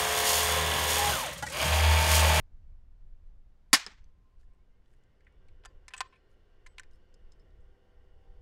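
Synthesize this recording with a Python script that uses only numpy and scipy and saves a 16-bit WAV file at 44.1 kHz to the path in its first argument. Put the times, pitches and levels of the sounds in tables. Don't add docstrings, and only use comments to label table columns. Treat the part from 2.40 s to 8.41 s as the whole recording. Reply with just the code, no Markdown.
import sys
import numpy as np
from scipy import signal
from scipy.fft import rfft, irfft, next_fast_len
from scipy.io import wavfile
from scipy.ndimage import uniform_filter1d

SR = 44100
rng = np.random.default_rng(int(sys.argv[2]) if len(sys.argv) > 2 else 0)


def transcribe(u):
    v = np.clip(np.atleast_2d(u).T, -1, 1)
    q = np.round(v * 32767).astype(np.int16)
    wavfile.write(sys.argv[1], SR, q)


def attenuation_scalar(level_db):
    decades = np.asarray(level_db, float) / 20
    return 10 ** decades


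N = 265129


def evened(x):
    return x / np.sqrt(np.mean(x ** 2) + 1e-20)


def add(mix, start_s, sound):
    part = mix[round(start_s * SR):][:len(sound)]
    part += sound[:len(part)]


def level_over_time(rows):
    s, db = np.transpose(rows)
    return attenuation_scalar(np.interp(np.arange(N) / SR, s, db, left=-140, right=-140))


def coloured(points, size):
    fast = next_fast_len(size)
    hz = np.fft.rfftfreq(fast, 1 / SR)
    f, db = np.transpose(points)
    shape = attenuation_scalar(np.interp(np.log(hz + 1), np.log(f + 1), db))
    white = rng.standard_normal(size)
    return evened(irfft(rfft(white, fast) * shape, fast)[:size])


def band(x, lo_hz, hi_hz):
    limits = [lo_hz, min(hi_hz, SR / 2 - 1)]
    return signal.sosfilt(signal.butter(2, limits, "band", fs=SR, output="sos"), x)


def resonate(x, hz, width):
    r = np.exp(-np.pi * width / SR)
    return 2 * signal.lfilter([1 - r], [1, -r * np.exp(2j * np.pi * hz / SR)], x).real


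def resonate_twice(x, hz, width, second_width):
    return resonate(resonate(x, hz, width), hz, second_width)


def flutter(per_s):
    knots = rng.standard_normal(600)
    return evened(np.interp(np.arange(N) * per_s / SR, np.arange(600), knots))


def air():
    # (f/Hz, level/dB per Hz)
    wind_colour = [(4.7, -30), (8.0, 3.5), (22, 6), (43, -5), (67, -6), (141, -29), (200, -31.5),
                   (260, -67), (440, -120)]
    # (t/s, level/dB)
    gusts = [(0, -51), (.3, -47.5), (.55, -53.5), (1.05, -50.5), (1.2, -60), (1.72, -51), (1.88, -59.5),
             (2.03, -52), (2.25, -60), (2.75, -60), (3.02, -52), (3.95, -62.5), (4.5, -54), (4.68, -59),
             (5.04, -50), (5.55, -58.5), (5.9, -49.5), (6.02, -52)]
    # (f/Hz, level/dB per Hz)
    still_colour = [(60, -31.5), (100, -10), (240, -21), (430, -26.5), (650, -28.5), (2040, -38),
                    (2930, -42), (6000, -48), (10000, -56), (13000, -57), (16500, -62.5)]
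    lumps_db = 2.2 * flutter(9.9) + 0.91 * flutter(22)
    wind = level_over_time(gusts) * attenuation_scalar(lumps_db) * coloured(wind_colour, N)
    still_db = -74 + 0.4 * flutter(8)
    return wind + attenuation_scalar(still_db) * coloured(still_colour, N)


def engine():
    # (t/s, level/dB)
    strength = [(0, -91.5), (1.7, -88), (2.2, -83.5), (2.7, -75.5), (3.2, -73), (4.5, -72.5), (5.0, -74),
                (5.5, -74), (6.02, -73.5)]
    # (f/Hz, width/Hz, level/dB)
    drone_modes = [(398, 130, 0), (485, 86, -7.5), (670, 310, -7), (1000, 300, -12), (1360.4, 140, -9.5),
                   (1569, 12, -12.5), (1810, 200, -9), (2860, 260, -9.5), (3400, 95, -19.5),
                   (4400, 430, -19), (5100, 300, -24)]
    # (f/Hz, level/dB)
    hum = [(317.6, -88), (387.6, -79), (484.5, -79), (635.2, -85), (775.2, -82.5)]
    # (t/s, level/dB)
    load = [(4.7, -25), (5.0, -1.5), (5.5, -2.5), (6.02, 1)]
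    # (start/s, end/s, from f/Hz, to f/Hz, level/dB)
    whine = [(2.079, 2.14, 2100, 2260, -89.5), (2.18, 2.236, 2150, 2260, -88),
             (2.276, 2.43, 1980, 2260, -91), (2.521, 2.807, 1930, 2180, -88), (2.798, 3.0, 2180, 2290, -87)]
    white = rng.standard_normal(N)
    drone = np.zeros(N)
    for hz, width, db in drone_modes:
        mode = evened(resonate_twice(white, hz, width, 2.85 * width))
        drone += attenuation_scalar(db + 1.1 * flutter(6.9)) * mode
    out = level_over_time(strength) * evened(drone)
    pulses = sum(attenuation_scalar(db) * evened(resonate(white, hz, 3.6)) for hz, db in hum)
    out += level_over_time(load) * pulses
    for start, end, from_hz, to_hz, db in whine:
        hz = np.linspace(from_hz, to_hz, round((end - start) * SR))
        tone = np.sin(2 * np.pi * np.cumsum(hz) / SR)
        add(out, start, attenuation_scalar(db + 1.5) * tone * signal.windows.tukey(len(hz), 0.5))
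    return out


def blast():
    # (delay/s, level/dB, build-up/s per 60 dB, fade by 60 dB/s, thump against body/dB)
    returns = [
        (0, -16, 0.0012, .3, -12),
        (.013, -19, 0.0177, .085, -14),
        (.046, -42, 0.0572, .1, -12),
        (.068, -41, 0.0767, 0.22, -36),
        (.136, -46, .008, 0.078, -4.5),
        (.19, -58, 0.29, .09, -6),
        (.254, -70, .07, .11, -12),
    ]
    colour_db = [0, 0, 0, -1]
    air_loss = [0, 0, 24, 270]
    shot_s, jet_hold_s, jet_stop_t60 = 1.3307, 0.0099, 0.016
    field_db, field_t60 = -47.5, 0.53
    t = np.arange(N) / SR - shot_s
    field = attenuation_scalar(2 * field_db - 120 * t / field_t60) * (t > 0)
    power = np.outer([attenuation_scalar(-50), 1, 1, 1], field)
    for k, (delay, db, rise, t60, thump_db) in enumerate(returns):
        u = t - delay
        level_db = db + 60 * np.minimum(u / rise, -u / t60)
        if k == 0:
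            level_db -= 60 * np.maximum(u - jet_hold_s, 0) / jet_stop_t60
        power += np.outer([attenuation_scalar(2 * thump_db), 1, 1, 1], attenuation_scalar(2 * np.maximum(level_db, -200)))
    return np.sqrt(power) * attenuation_scalar(np.c_[colour_db] - np.c_[air_loss] * np.maximum(t, 0))


def shot():
    # (f/Hz, level/dB per Hz)
    jet_colour = [(60, -26), (260, -12), (400, -26), (600, -16.5), (900, -10.5), (1800, -6), (3000, -10.5),
                  (4800, -10), (7500, -11.5), (10500, -15), (13000, -27), (14600, -28.5), (16500, -40)]
    # (f/Hz, width/Hz, level/dB)
    tube_modes = [(260, 40, -14.5), (800, 90, -16), (1060, 50, -15), (1790, 90, -4), (2111.5, 50, -10),
                  (4570, 90, -7), (4930, 40, -9), (5250, 90, -11), (6928, 150, -15)]
    white = rng.standard_normal(N)
    t = np.arange(N) / SR
    tube = sum(attenuation_scalar(db) * evened(resonate_twice(white, hz, w, 3 * w)) for hz, w, db in tube_modes)
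    tube *= attenuation_scalar(-60 * np.maximum(t - 1.345, 0) / 0.12)
    fast = next_fast_len(N)
    jet = rfft(coloured(jet_colour, N) + tube, fast)
    octave = np.log(np.fft.rfftfreq(fast, 1 / SR) + 1)
    centres = np.log([250, 2100, 5000, 10000])
    parts = [irfft(jet * np.interp(octave, centres, hat), fast)[:N] for hat in np.eye(4)]
    grain = attenuation_scalar(1.8 * evened(uniform_filter1d(rng.standard_normal(N), 40)))
    loud = slice(round(1.33 * SR), round(1.4 * SR))
    return grain * sum(g * p / p[loud].std() for g, p in zip(blast(), parts))


def hit(peak_db, low_hz, high_hz, bright_db, t60, body=0.98):
    # (f/Hz, width/Hz, level/dB)
    action_modes = [(823, 110, -9.5), (1040, 29, -3.5), (1337, 58, -2), (1540, 53, -2), (1768, 31, 3),
                    (2530, 47, -13), (3300, 50, -45), (4840, 180, -9)]
    t = np.arange(5000) / SR
    noise, rough, luck = rng.standard_normal((3, len(t)))
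    rattle = noise * attenuation_scalar(3.0 * rough - 60 * (t / t60) ** 1.4) * np.minimum(t / 0.0003, 1)
    rattle[12] += 7.0
    action = np.zeros(len(t))
    for (hz, width, db), r in zip(action_modes, luck):
        action += attenuation_scalar(db + 3 * r) * resonate(rattle, hz, width) / np.sqrt(width)
    low = evened(resonate_twice(rattle, low_hz, 400, 900))
    low += body * (evened(action) + 0.6 * evened(band(rattle, 700, 3600)))
    crack = 0.022 * band(rattle * attenuation_scalar(-60 * t / 0.006), 9000, 17000)
    high = band(resonate(rattle, high_hz, 1500) + 0.45 * rattle, 3000, 9500)
    high = band(high, 2500, 10000) + crack
    thud = band(band(rattle * attenuation_scalar(-60 * t / 0.012), 350, 900), 280, 1080)
    sound = evened(band(low, 594, 5700))
    sound += attenuation_scalar(bright_db) * evened(high)
    sound += 0.1 * body * evened(thud)
    return attenuation_scalar(peak_db) * sound / abs(sound).max()


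def far_bank():
    # t/s, peak level/dB, low ring f/Hz, high ring f/Hz, brightness/dB, fade by 60 dB/s
    slap = (1.4641, -27.5, 5250, 5600, -5, .004)
    # (t/s, peak level/dB)
    booms = [
        (1.4637, -44),
        (1.479, -50),
    ]
    boom_hz, boom_t60 = 422, 0.041
    out = np.zeros(N)
    add(out, slap[0], hit(*slap[1:], body=0.26))
    t = np.arange(2000) / SR
    tone = np.sin(2 * np.pi * boom_hz * t) + 0.7 * np.sin(np.pi * boom_hz * t)
    for s, db in booms:
        add(out, s, attenuation_scalar(db - 60 * t / boom_t60) * tone * np.minimum(t / 0.0018, 1))
    return out


def bolt_and_case():
    # (t/s, peak level/dB,
    # low ring f/Hz, brightness/dB, rattle fade by 60 dB/s)
    bolt_then_case = [(1.467, -53, 1130, -24.5, 0.017), (3.238, -52, 800, -21, 0.03), (3.2504, -41, 1300, -5, 0.024),
                      (3.482, -37.5, 2080, 0, 0.026), (3.506, -49, 1775, -14.5, 0.069),
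                      (3.537, -30.5, 2530, -8.5, 0.037), (3.547, -49, 1150, -17, 0.11),
                      (3.606, -18, 1000, -4.5, 0.025), (3.726, -56.5, 2360, -20, 0.11), (3.758, -60, 2230, -12, 0.04),
                      (4.271, -49, 1900, 5, 0.018), (4.383, -34, 2300, -7, 0.017), (4.434, -50, 1790, -5, 0.016)]
    # (t/s, peak level/dB, low ring f/Hz, brightness/dB, rattle fade by 60 dB/s)
    case = [(3.257, -36, 750, -4, 0.019), (3.566, -41.5, 1810, -1, 0.02), (3.579, -36.5, 2510, 3, 0.018),
            (3.584, -42.5, 1780, -13, 0.025), (3.610, -29, 1720, -14, 0.025),
            (4.2637, -43.5, 1670, -11, 0.0068), (4.2666, -40.5, 1985, -7.5, 0.0059),
            (4.3968, -33.5, 1720, -5, 0.015)]
    out = np.zeros(N)
    for knocks, high_hz in [(bolt_then_case, 4680), (case, 7000)]:
        for s, db, low_hz, bright_db, t60 in knocks:
            body = 0.98 if s < 4.0 else 0.35
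            add(out, s - 0.0005, hit(db, low_hz, high_hz, bright_db, t60, body))
    return out


def rings():
    # (t/s, f/Hz, level/dB, fade by 60 dB/s, length/s)
    ringing = [(1.562, 1041, -85.5, 4.2, 0.92), (1.821, 1041, -79, 5, 0.14), (2.076, 1044, -85, 5.4, 0.17),
               (3.258, 1040, -76, 0.76, 0.13), (3.253, 4770, -62, 0.17, 0.044), (3.508, 1050, -66, .5, .09),
               (3.566, 8030, -59, .3, 0.016), (3.573, 8030, -45, 0.18, 0.0301),
               (3.608, 1040, -54, 0.3, 0.084), (3.62, 8110, -86, .5, .1), (3.675, 8030, -75.5, 0.24, .02),
               (3.66, 5250, -83.5, 0.74, .15), (3.66, 4140, -89, 2.7, 0.56), (3.726, 1050, -52, 0.1, 0.051),
               (4.276, 7970, -66, 0.15, 0.11), (4.535, 5250, -71.5, 0.12, 0.067),
               (4.912, 5250, -72.5, 0.14, 0.048), (4.997, 5250, -70.5, 0.18, 0.028),
               (5.211, 8120, -86, 0.17, .05)]
    out = np.zeros(N)
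    for s, hz, db, t60, length in ringing:
        t = np.arange(round(length * SR)) / SR
        pair = np.sin(2 * np.pi * hz * t) + 0.45 * np.sin(2 * np.pi * (hz + 14) * t + 1.5)
        add(out, s, pair * attenuation_scalar(db - 60 * t / t60) * signal.windows.tukey(len(t), 0.3))
    return out


def ticks():
    # (t/s, peak level/dB, low ring f/Hz, high ring f/Hz, brightness/dB)
    touches = [(1.643, -61.5, 6200, 4700, 3), (2.009, -70, 1540, 4910, 2.5), (2.032, -67, 1550, 4800, -11),
               (2.135, -75, 2360, 8500, 1), (2.148, -76, 1610, 8500, 11.5), (2.459, -71.5, 3230, 4690, -4),
               (2.537, -66, 1799, 9000, -4.5), (2.637, -67, 2055, 7360, 8), (2.807, -63, 1900, 4630, -9),
               (2.848, -72, 2113, 6500, 7), (2.868, -53, 1810, 4630, -24), (2.925, -72.5, 1940, 9170, 4),
               (3.085, -61, 2300, 4000, -5), (3.915, -70, 1790, 6460, 5), (4.512, -64, 3030, 5430, 4),
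               (4.534, -66, 5240, 9200, -4), (4.742, -55.5, 5250, 7000, 0),
               (4.921, -54.5, 5200, 6400, -0.5), (4.933, -67, 5190, 7500, 0), (4.996, -66, 5100, 7440, -3),
               (5.106, -73, 4000, 4760, -1), (5.207, -74, 7000, 8000, 2)]
    out = np.zeros(N)
    for s, db, low_hz, high_hz, bright_db in touches:
        t60 = 0.016 * 2 ** (-bright_db / 18)
        add(out, s - 0.0005, hit(db, low_hz, high_hz, bright_db, t60, body=0.12))
    return out


def rustles():
    # (start/s, end/s, level/dB, centre f/Hz)
    brushes = [(1.965, 2.07, -84.5, 4940), (2.42, 2.626, -88.5, 5860), (3.237, 3.332, -90, 4970),
               (3.875, 3.97, -88, 6940), (4.5, 4.589, -84, 6010)]
    out = np.zeros(N)
    for start, end, db, hz in brushes:
        fibres, catches = rng.standard_normal((2, round((end - start) * SR)))
        uneven = attenuation_scalar(4 * evened(uniform_filter1d(catches, 150)))
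        brush = band(fibres * uneven, 0.45 * hz, 1.7 * hz)
        add(out, start, attenuation_scalar(db) * evened(brush) * np.hanning(len(brush)))
    return out


def bank_scatter(hits):
    # (delay/s, level/dB)
    banks = [(.005, -2), (0.01, -26), (0.028, -28.5), (.06, -30.5), (.075, -43), (.13, -45)]
    delay, db = np.transpose(banks)
    t = np.arange(8000) / SR
    spray = rng.standard_normal(len(t)) * attenuation_scalar(np.interp(t, delay, db) - 27.5)
    spray *= (t > 0.003) * (t < delay[-1])
    return signal.oaconvolve(hits, band(band(spray, 700, 5200), 300, 9100))[:N]


def scene():
    hits = far_bank() + bolt_and_case() + ticks()
    handling = hits + bank_scatter(hits) + rustles()
    return (air() + engine() + shot() + handling + rings())[None]


def low_pass(x):
    return signal.sosfilt(signal.butter(12, 16600, fs=SR, output="sos"), x)


def record(dry):
    ceiling = 0.37
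    held = ceiling * np.tanh(dry / ceiling)
    held = signal.oaconvolve(held, signal.firwin(255, 16300, fs=SR)[None], "same")
    held *= np.minimum(np.arange(N) / 60, 1)
    return low_pass(held)


dry = scene()
out = record(dry)
transcribe(out)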